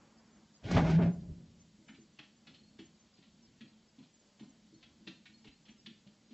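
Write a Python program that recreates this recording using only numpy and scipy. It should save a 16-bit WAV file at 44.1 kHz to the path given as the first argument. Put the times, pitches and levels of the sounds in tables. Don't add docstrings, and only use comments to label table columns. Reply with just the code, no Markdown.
import sys
import numpy as np
from scipy import signal
from scipy.fft import rfft, irfft, next_fast_len
from scipy.io import wavfile
from scipy.ndimage import uniform_filter1d

SR = 44100
rng = np.random.default_rng(int(sys.argv[2]) if len(sys.argv) > 2 else 0)


def linear_from_db(decibels):
    return 10 ** (np.asarray(decibels, float) / 20)


def bounce(signal):
    frames = np.transpose(np.atleast_2d(signal))
    limited = np.clip(frames, -1, 1)
    pcm = np.round(limited * 32767).astype(np.int16)
    wavfile.write(sys.argv[1], SR, pcm)


N = 279234
TIME = np.arange(N) / SR

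# [f/Hz, level/dB]
HUM_SPECTRUM = [(12, -42.5), (20, -22), (70, -13.5), (107, -12), (190, -6), (221, 2), (244, -10),
                (306, -10.5), (373, -20), (631, -27), (831, -19.5), (991, -30), (2830, -24.5),
                (4230, -22.5), (7900, -26.5), (10300, -83), (17400, -120)]
# [f/Hz, level/dB]
TYRE_SPECTRUM = [(210, -34.5), (350, -7), (535, -6.5), (589, -4.5), (648, -7.5), (1010, -11), (3500, -23.5),
                 (4550, -47), (7700, -120)]
# [nearest t/s, hum level/dB, half length/s]
CARS = [
    (0.0, -65, .2),
    (.38, -65, .1),
    (1.6, -68, .5),
    (2.71, -66, .2),
    (3.55, -67, .2),
    (4.89, -67, .25),
    (5.6, -69, .5),
]
# [t/s, pressure level/dB, speed level/dB]
DRAG = [
    (0.644, -50, 6),
    (0.752, -35, 11),
    (0.774, -25, -1),
    (0.826, -31.5, -2),
    (0.92, -34, 5),
    (0.97, -44, 7),
    (1.0, -33, -15),
    (1.062, -37, -7),
    (1.17, -59, -9),
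]
# [t/s, peak level/dB, colour f/Hz, length/s, grit re peak/dB]
JOLTS = [(0.639, -57, 544, 0.012, -22), (0.637, -34, 3000, 0.045, -34), (0.771, -19, 2400, 0.022, -32),
         (0.675, -27, 280, 0.04, -34), (0.713, -17.5, 466, 0.0075, -15), (0.746, -22, 409, 0.014, -22.5),
         (0.765, -11, 600, 0.023, -29.5), (0.788, -20.5, 748, 0.031, -29),
         (0.847, -21.5, 401, 0.013, -24.5), (0.871, -25, 680, 0.016, -22.5),
         (0.898, -19.5, 612, 0.012, -22), (0.919, -31, 460, 0.0081, -24.5), (0.99, -22, 405, 0.014, -35.5),
         (1.015, -29, 1700, 0.045, -36), (1.314, -64, 401, 0.013, -24)]
# [t/s, rumble level/dB]
ROCKS = [
    (1.062, -30),
    (1.234, -51),
    (1.312, -40),
    (1.42, -56),
]
# [f/Hz, level/dB]
GRIND_SPECTRUM = [(130, -31), (220, 2.5), (338, -5.5), (383, -1.5), (433, -11.5), (647, -8.5),
                  (1310, -25.5), (2190, -26.5), (6000, -48), (7800, -82.5), (13200, -120)]
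# [f/Hz, level/dB]
GRIT_SPECTRUM = [(2120, -29), (3600, -0.5), (5220, -2.5), (6260, -5.5), (6810, -7.5), (7900, -22),
                 (10300, -45.5), (17400, -120)]
# [f/Hz, level/dB]
RUMBLE_SPECTRUM = [(12, -50.5), (20, -25), (48, 2), (113, 7), (130, 2), (170, -52), (290, -120)]
# [t/s, f/Hz, level/dB]
BOARD_NOTE = [
    (0.64, 188, -56),
    (0.7, 177, -36.5),
    (0.75, 179, -30),
    (0.79, 172, -30),
    (0.848, 160, -28),
    (0.904, 168.6, -31),
    (0.956, 169, -25.5),
    (1.11, 168.4, -29),
    (1.16, 168, -42),
]
# [t/s, peak level/dB, f/Hz]
BUMPS = [
    (0.656, -36.5, 119),
    (0.76, -24, 123),
    (0.989, -30.5, 105.2),
    (1.044, -42, 117.6),
    (1.301, -41.5, 81),
    (5.49, -63, 56),
]
# [t/s, peak level/dB, strongest mode f/Hz]
THUDS = [(1.457, -58.5, 179.5), (1.79, -56.5, 253), (1.895, -50, 221), (1.984, -54, 227), (2.193, -51, 215),
         (2.478, -53, 159), (2.51, -55.5, 214), (2.793, -44.5, 213), (2.829, -53, 235),
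         (3.189, -56.5, 165.5), (3.61, -48.5, 224), (3.64, -49, 221), (3.987, -49, 205), (4.009, -54, 169),
         (4.409, -43.5, 245), (4.431, -48.5, 242), (4.462, -55.5, 256), (4.723, -53, 202),
         (4.754, -54, 205), (5.002, -60.5, 202), (5.073, -43.5, 186), (5.292, -59.5, 182),
         (5.454, -53.5, 223), (5.691, -53, 223), (5.871, -47.5, 239), (5.909, -50, 207),
         (6.068, -52.5, 210), (6.309, -49.5, 239)]
# [f/Hz, level/dB, t60/s]
PANE_MODES = [(160, -3.5, 0.24), (214.5, -5, 0.16), (257.2, -3.5, 0.17), (316.8, -3.5, 0.15),
              (397.5, -13.5, 0.14), (524, -14.5, 0.11)]
# [t/s, peak level/dB, colour f/Hz, knock re claw/dB]
CLAW_STROKES = [(1.8846, -48, 1740, -11.5), (1.945, -53, 2720, -14.5), (2.1897, -42, 2370, -12.5),
                (2.2344, -57.5, 3860, -18), (2.4712, -47.5, 2960, -16), (2.542, -54.5, 3870, -19),
                (2.79, -47.5, 3160, -12.5), (3.1716, -63.5, 3170, -7), (3.225, -58, 3220, -11),
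                (3.6092, -44.5, 2610, -36), (3.988, -58.5, 3100, -10), (4.027, -59.5, 3410, -6.5),
                (4.3955, -53.5, 3130, -9), (4.427, -59, 4310, -5), (4.8285, -49.5, 3070, -12.5),
                (5.0696, -48, 3370, -30), (5.0755, -39, 3200, -15.5), (5.257, -47, 2830, -21),
                (5.444, -49, 3500, -12), (5.4725, -50.5, 2800, -16), (5.654, -56, 3340, -21),
                (5.683, -51, 2820, -19), (5.8625, -39.5, 3340, -23), (6.0683, -51.5, 3250, -21),
                (6.3065, -58.5, 4070, -19)]
# [f/Hz, level/dB]
CLAW_SPECTRUM = [(900, -7.5), (1450, -3.5), (2000, -2), (3200, -1.5), (4300, -3.5), (5200, -11),
                 (7500, -15)]
# [f/Hz, width/Hz, level/dB]
GLASS_MODES = [(1413, 140, -10), (1902, 86, -4), (2346, 90, -1), (2768, 35, 0), (3130, 26, 0),
               (3467, 69, 0), (4122, 140, -5), (4247, 99, -5), (5020, 100, -12), (5770, 33, -15)]
# [t/s, peak level/dB, f/Hz]
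TAG_TICKS = [(2.0423, -76, 4290), (2.0622, -77, 4280), (2.3171, -70, 4390), (2.537, -62, 4250),
             (2.586, -60.5, 4300), (2.6115, -71, 4300), (2.6349, -62, 4250), (2.6746, -65, 4380),
             (2.6888, -64, 4370), (4.0163, -72, 4500), (4.7431, -61.5, 4300), (5.1583, -66, 4280),
             (5.3375, -57.5, 4290), (5.3594, -63, 4320), (5.5548, -65.5, 4300)]

HUM_DB, FAR_TYRES_DB, HISS_DB = -71, -77, -73.3
LEAVING_DB, LEAVING_DB_PER_S = -70, 15
DRAG_ATTACK_DB_PER_S, SETTLE_DB_PER_S = 950, 110
# (dB re pressure, dB per dB of speed)
RUMBLE_LAW, RASP_LAW, GRIT_LAW = (-2, .45), (-14, .65), (-25, 1.05)
ROCK_S, ROCK_GRIND_DB = .016, -11
WOBBLE_DB, WOBBLE_DB_PER_S = -52, 40
BOARD_HZ, BOARD_WIDTH_HZ = 167., 45.
BOARD_FADE_DB_PER_S, RUB_ENDS_S = 55, 1.25
LOOSE_DB, LOOSE_DB_PER_DB, FIRM_NOTE_DB, FREE_LOOSE_DB = -6.5, .5, -29, 4
SKID_S, SKID_S_PER_DB, FIRM_DB = .022, .0007, -50
ROOM_T60_S, CLAW_ROOM_DB, TAG_ROOM_DB, THUD_ROOM_DB = 0.34, -4.5, -7, -7.5
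SPLIT_DB, SPLIT_PER_S, SPLIT_S = -72., 11, .045
TOP_HZ = 7950


def level(x, db):
    return x * linear_from_db(db) / np.sqrt(np.mean(x ** 2))


def colour(x, points):
    hz, db = np.transpose(points)
    size = next_fast_len(len(x), real=True)
    log_hz = np.log(np.fft.rfftfreq(size, 1 / SR) + 1)
    gain = linear_from_db(np.interp(log_hz, np.log(hz), db, left=-120, right=-120))
    return irfft(rfft(x, size) * gain, size)[:len(x)]


def part(points, lo_hz, hi_hz):
    table_hz, table_db = np.array(points)[:, 0], np.array(points)[:, 1]
    hz = np.geomspace(lo_hz, hi_hz * 1.5, num=24)
    db = np.interp(np.log(hz), np.log(table_hz), table_db)
    outside = np.maximum(1, np.maximum(lo_hz / hz, hz / hi_hz))
    return np.c_[hz, db - 30 * np.log2(outside)]


def ring(x, hz, t60_s):
    pole = np.exp((2j * np.pi * hz - np.log(1000) / t60_s) / SR)
    return signal.lfilter([1], [1, -pole], x).imag


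def band(x, hz, width_hz):
    return signal.lfilter(*signal.iirpeak(hz, hz / width_hz, fs=SR), x)


def walk(rate_hz):
    k = int(SR / rate_hz)
    steps = np.repeat(rng.standard_normal(N // k + 1), k)
    return 0.8 * uniform_filter1d(uniform_filter1d(steps, k), k)[:N]


def held(s, db, fade_db_per_s):
    early_s, late_s = np.maximum(s[0] - TIME, 0), np.maximum(TIME - s[-1], 0)
    return np.interp(TIME, s, db) - DRAG_ATTACK_DB_PER_S * early_s - fade_db_per_s * late_s


def add(out, s, x, db):
    i = int(s * SR)
    out[i:i + len(x)] += (x * linear_from_db(db) / np.abs(x).max())[:N - i]


def grains(size, spread_db):
    return rng.standard_normal(size) * linear_from_db(spread_db * rng.exponential(size=size))


def skid(length_s, hz, sharp):
    t = TIME[:4096] / max(length_s, .008)
    shape = np.minimum(t / .2, 1) / (1 + t ** 4)
    return band(grains(size=len(t), spread_db=2.4) * shape, hz, hz / sharp)


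def room(x, wet_db):
    t = TIME[:22050]
    echoes = rng.standard_normal(len(t))
    tail = echoes * np.abs(echoes) * linear_from_db(-60 * t / ROOM_T60_S) * np.minimum(t / 0.016, 1)
    return x + linear_from_db(wet_db) * signal.fftconvolve(x, tail / np.sqrt(np.sum(tail ** 2)))[:N]


def drifting_noise(hz, depth_db, rate_hz):
    noise = colour(rng.standard_normal(N), part(HUM_SPECTRUM, hz, 1.5 * hz))
    return noise * linear_from_db(depth_db * walk(rate_hz))


def background():
    hum = sum(drifting_noise(hz, 2.0, 7.7) for hz in 25 * 1.441 ** np.arange(8))
    tyres = colour(rng.standard_normal(N) * linear_from_db(2.2 * walk(12)), TYRE_SPECTRUM)
    hiss = sum(drifting_noise(hz, 1.2, 4.7) for hz in 1300 * 1.5 ** np.arange(5))
    passes = sum(linear_from_db(db) ** 2 / (1 + ((TIME - s) / half_s) ** 4) for s, db, half_s in CARS)
    swell = np.sqrt(linear_from_db(HUM_DB) ** 2 + passes)
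    leaving = linear_from_db(LEAVING_DB - LEAVING_DB_PER_S * TIME)
    near = level(band(tyres, 1300., 2200.), 0) * leaving
    return level(hum, 0.51) * swell + level(tyres, FAR_TYRES_DB) + near + level(hiss, HISS_DB)


def drag():
    s, pressure_db, speed_db = np.transpose(DRAG)
    pressure_db = held(s, pressure_db, SETTLE_DB_PER_S)
    speed_db = np.interp(TIME, s, speed_db)
    rumble, rasp, grit = (linear_from_db(pressure_db + db + slope * speed_db)
                          for db, slope in (RUMBLE_LAW, RASP_LAW, GRIT_LAW))
    rocks = sum(linear_from_db(db) * np.exp(-np.abs(TIME - at_s) / ROCK_S) for at_s, db in ROCKS)
    rocks = rocks + linear_from_db(held([s[-1]], [WOBBLE_DB], WOBBLE_DB_PER_S))

    rub = grains(size=N, spread_db=2.0) * linear_from_db(1.97 * walk(60.08))
    resonances = [(390., 19.0), (640., 71.0), (820., 40.), (1420., 120.0), (2200., 210.0)]  # f/Hz, width/Hz
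    rub = rub + 0.5 * sum(band(rub, hz, width_hz) for hz, width_hz in resonances)

    low = colour(rng.standard_normal(N) * linear_from_db(1.5 * walk(25)), RUMBLE_SPECTRUM)
    out = level(low, -2.5) * (rumble + rocks)
    out += level(colour(rub, GRIT_SPECTRUM), -0.99) * grit
    grinds = [(210, 1200, linear_from_db(pressure_db)), (210, 520, linear_from_db(ROCK_GRIND_DB) * rocks), (1390, 3300, rasp)]
    for lo_hz, hi_hz, gain in grinds:
        out += level(colour(rub, part(GRIND_SPECTRUM, lo_hz, hi_hz)), -1.2) * gain
    for s, db, hz, length_s, grit_db in JOLTS:
        body = band(band(skid(length_s, hz, sharp=1.0), hz, 2.5 * hz), hz, 2400.)
        add(out, s - .003, body, db - 8.8)
        scratch = band(skid(2.1 * length_s, 5500., sharp=1.3), 4500.0, 3500.)
        add(out, s - .003, scratch, db + grit_db - 4.0)
    return out


def board():
    s, hz, db = np.transpose(BOARD_NOTE)
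    db = held(s, db, BOARD_FADE_DB_PER_S)
    rubbed_db = np.minimum(LOOSE_DB + LOOSE_DB_PER_DB * (FIRM_NOTE_DB - db), 0)
    loose = linear_from_db(np.where(TIME > RUB_ENDS_S, FREE_LOOSE_DB, rubbed_db))
    shake = band(band(rng.standard_normal(N), BOARD_HZ, BOARD_WIDTH_HZ), BOARD_HZ, 90.)
    pitch_hz = np.interp(TIME, s, hz) * (1 + 0.0408 * walk(44.58))
    phase = 2 * np.pi * np.cumsum(pitch_hz) / SR
    note = (1.53 * np.sin(phase) + loose * level(shake, 0)) / np.sqrt(1 + loose ** 2)
    out = note * linear_from_db(db + 1.45 * walk(40.5))
    t = TIME[:4096]
    for s, db, hz in BUMPS:
        add(out, s - .006, np.sin(2 * np.pi * hz * t) * t * np.exp(-t / .007), db + 3.1)
    return out


def thuds():
    out, t = np.zeros(N), TIME[:8192]
    for s, db, hz in THUDS:
        noise = band(band(rng.standard_normal(len(t)), 236.0, 240.0), 247.0, 400.)
        push = t * np.exp(-t / 0.0068) * noise
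        luck = rng.standard_normal((len(PANE_MODES), 2))
        pane = sum(linear_from_db(mode_db + 2.2 * a) * ring(push, f * (1 + 0.03 * b), t60_s)
                   for (f, mode_db, t60_s), (a, b) in zip(PANE_MODES, luck))
        add(out, s - .005, pane + ring(push, hz, 0.14), db + 0.93)
    return out


def claws():
    out = np.zeros(N)
    for s, db, hz, knock_db in CLAW_STROKES:
        length_s = SKID_S + SKID_S_PER_DB * (FIRM_DB - db)
        scrape = colour(skid(length_s, hz, sharp=1.47), CLAW_SPECTRUM)
        luck = rng.standard_normal((len(GLASS_MODES), 2))
        modes = sum(linear_from_db(2.4 * a) * band(scrape, f * (1 + 0.027 * b), 150.0)
                    for (f, _, _), (a, b) in zip(GLASS_MODES, luck))
        add(out, s - .003, scrape + 0.45 * modes, db + 1.0)
        knock = band(skid(length_s, 800., sharp=0.83), 800., 700.)
        add(out, s - .003, knock, db + knock_db + 0.11)
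    return out


def tag():
    out, t = np.zeros(N), TIME[:8192]
    for s, db, hz in TAG_TICKS:
        tick = np.exp(-t / .004) * (np.cos(2 * np.pi * hz * t) + 2.5 * rng.standard_normal(8192))
        rings = ring(tick, hz, 0.09)
        rings = rings + .3 * ring(tick, 1.025 * hz, 0.038) + 0.22 * ring(tick, 0.84 * hz, 0.056)
        add(out, s - .002, rings, db - 3.2)
    return out


def scene():
    mid = background() + drag() + board()
    mid = mid + room(thuds(), THUD_ROOM_DB) + room(claws(), CLAW_ROOM_DB) + room(tag(), TAG_ROOM_DB)
    return np.array([mid, mid])


def thin(x):
    f, _, z = signal.stft(x, SR, nperseg=2048)
    power = np.abs(z) ** 2
    luck = np.repeat(rng.standard_normal((17, z.shape[1])), 64, axis=0)[:len(f)]
    greed = linear_from_db(np.minimum(-4.5 + 4 * luck, -1))
    keep = (power > greed ** 2 * uniform_filter1d(power, size=12, axis=0)) | (f[:, None] < 500)
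    return signal.istft(z * keep, SR, nperseg=2048)[1][:N]


def splits():
    out, size = np.zeros(N), int(SPLIT_S * SR)
    for when, pitch, strength in rng.random((int(SPLIT_PER_S * N / SR), 3)):
        hz = 4200 + 2900 * pitch
        edges = [(hz - 400, -40), (hz - 350, 0), (hz + 350, 0), (hz + 400, -40)]
        patch = colour(rng.standard_normal(size) * np.hanning(size), edges)
        add(out, when * N / SR, patch, SPLIT_DB + 12 - 16 * strength)
    return out


def top_cut(x):
    return signal.sosfilt(signal.butter(12, 8060, fs=SR, output="sos"), x)


def record(dry):
    limited = dry[0] / (1 + (dry[0] / .145) ** 8) ** (1 / 8)
    low_pass = signal.ellip(10, .2, 45, TOP_HZ, fs=SR, output="sos")
    mid = thin(signal.sosfilt(low_pass, limited))
    mix = mid + splits() * np.array([[1], [-1]])
    return top_cut(mix)


dry = scene()
out = record(dry)
bounce(out)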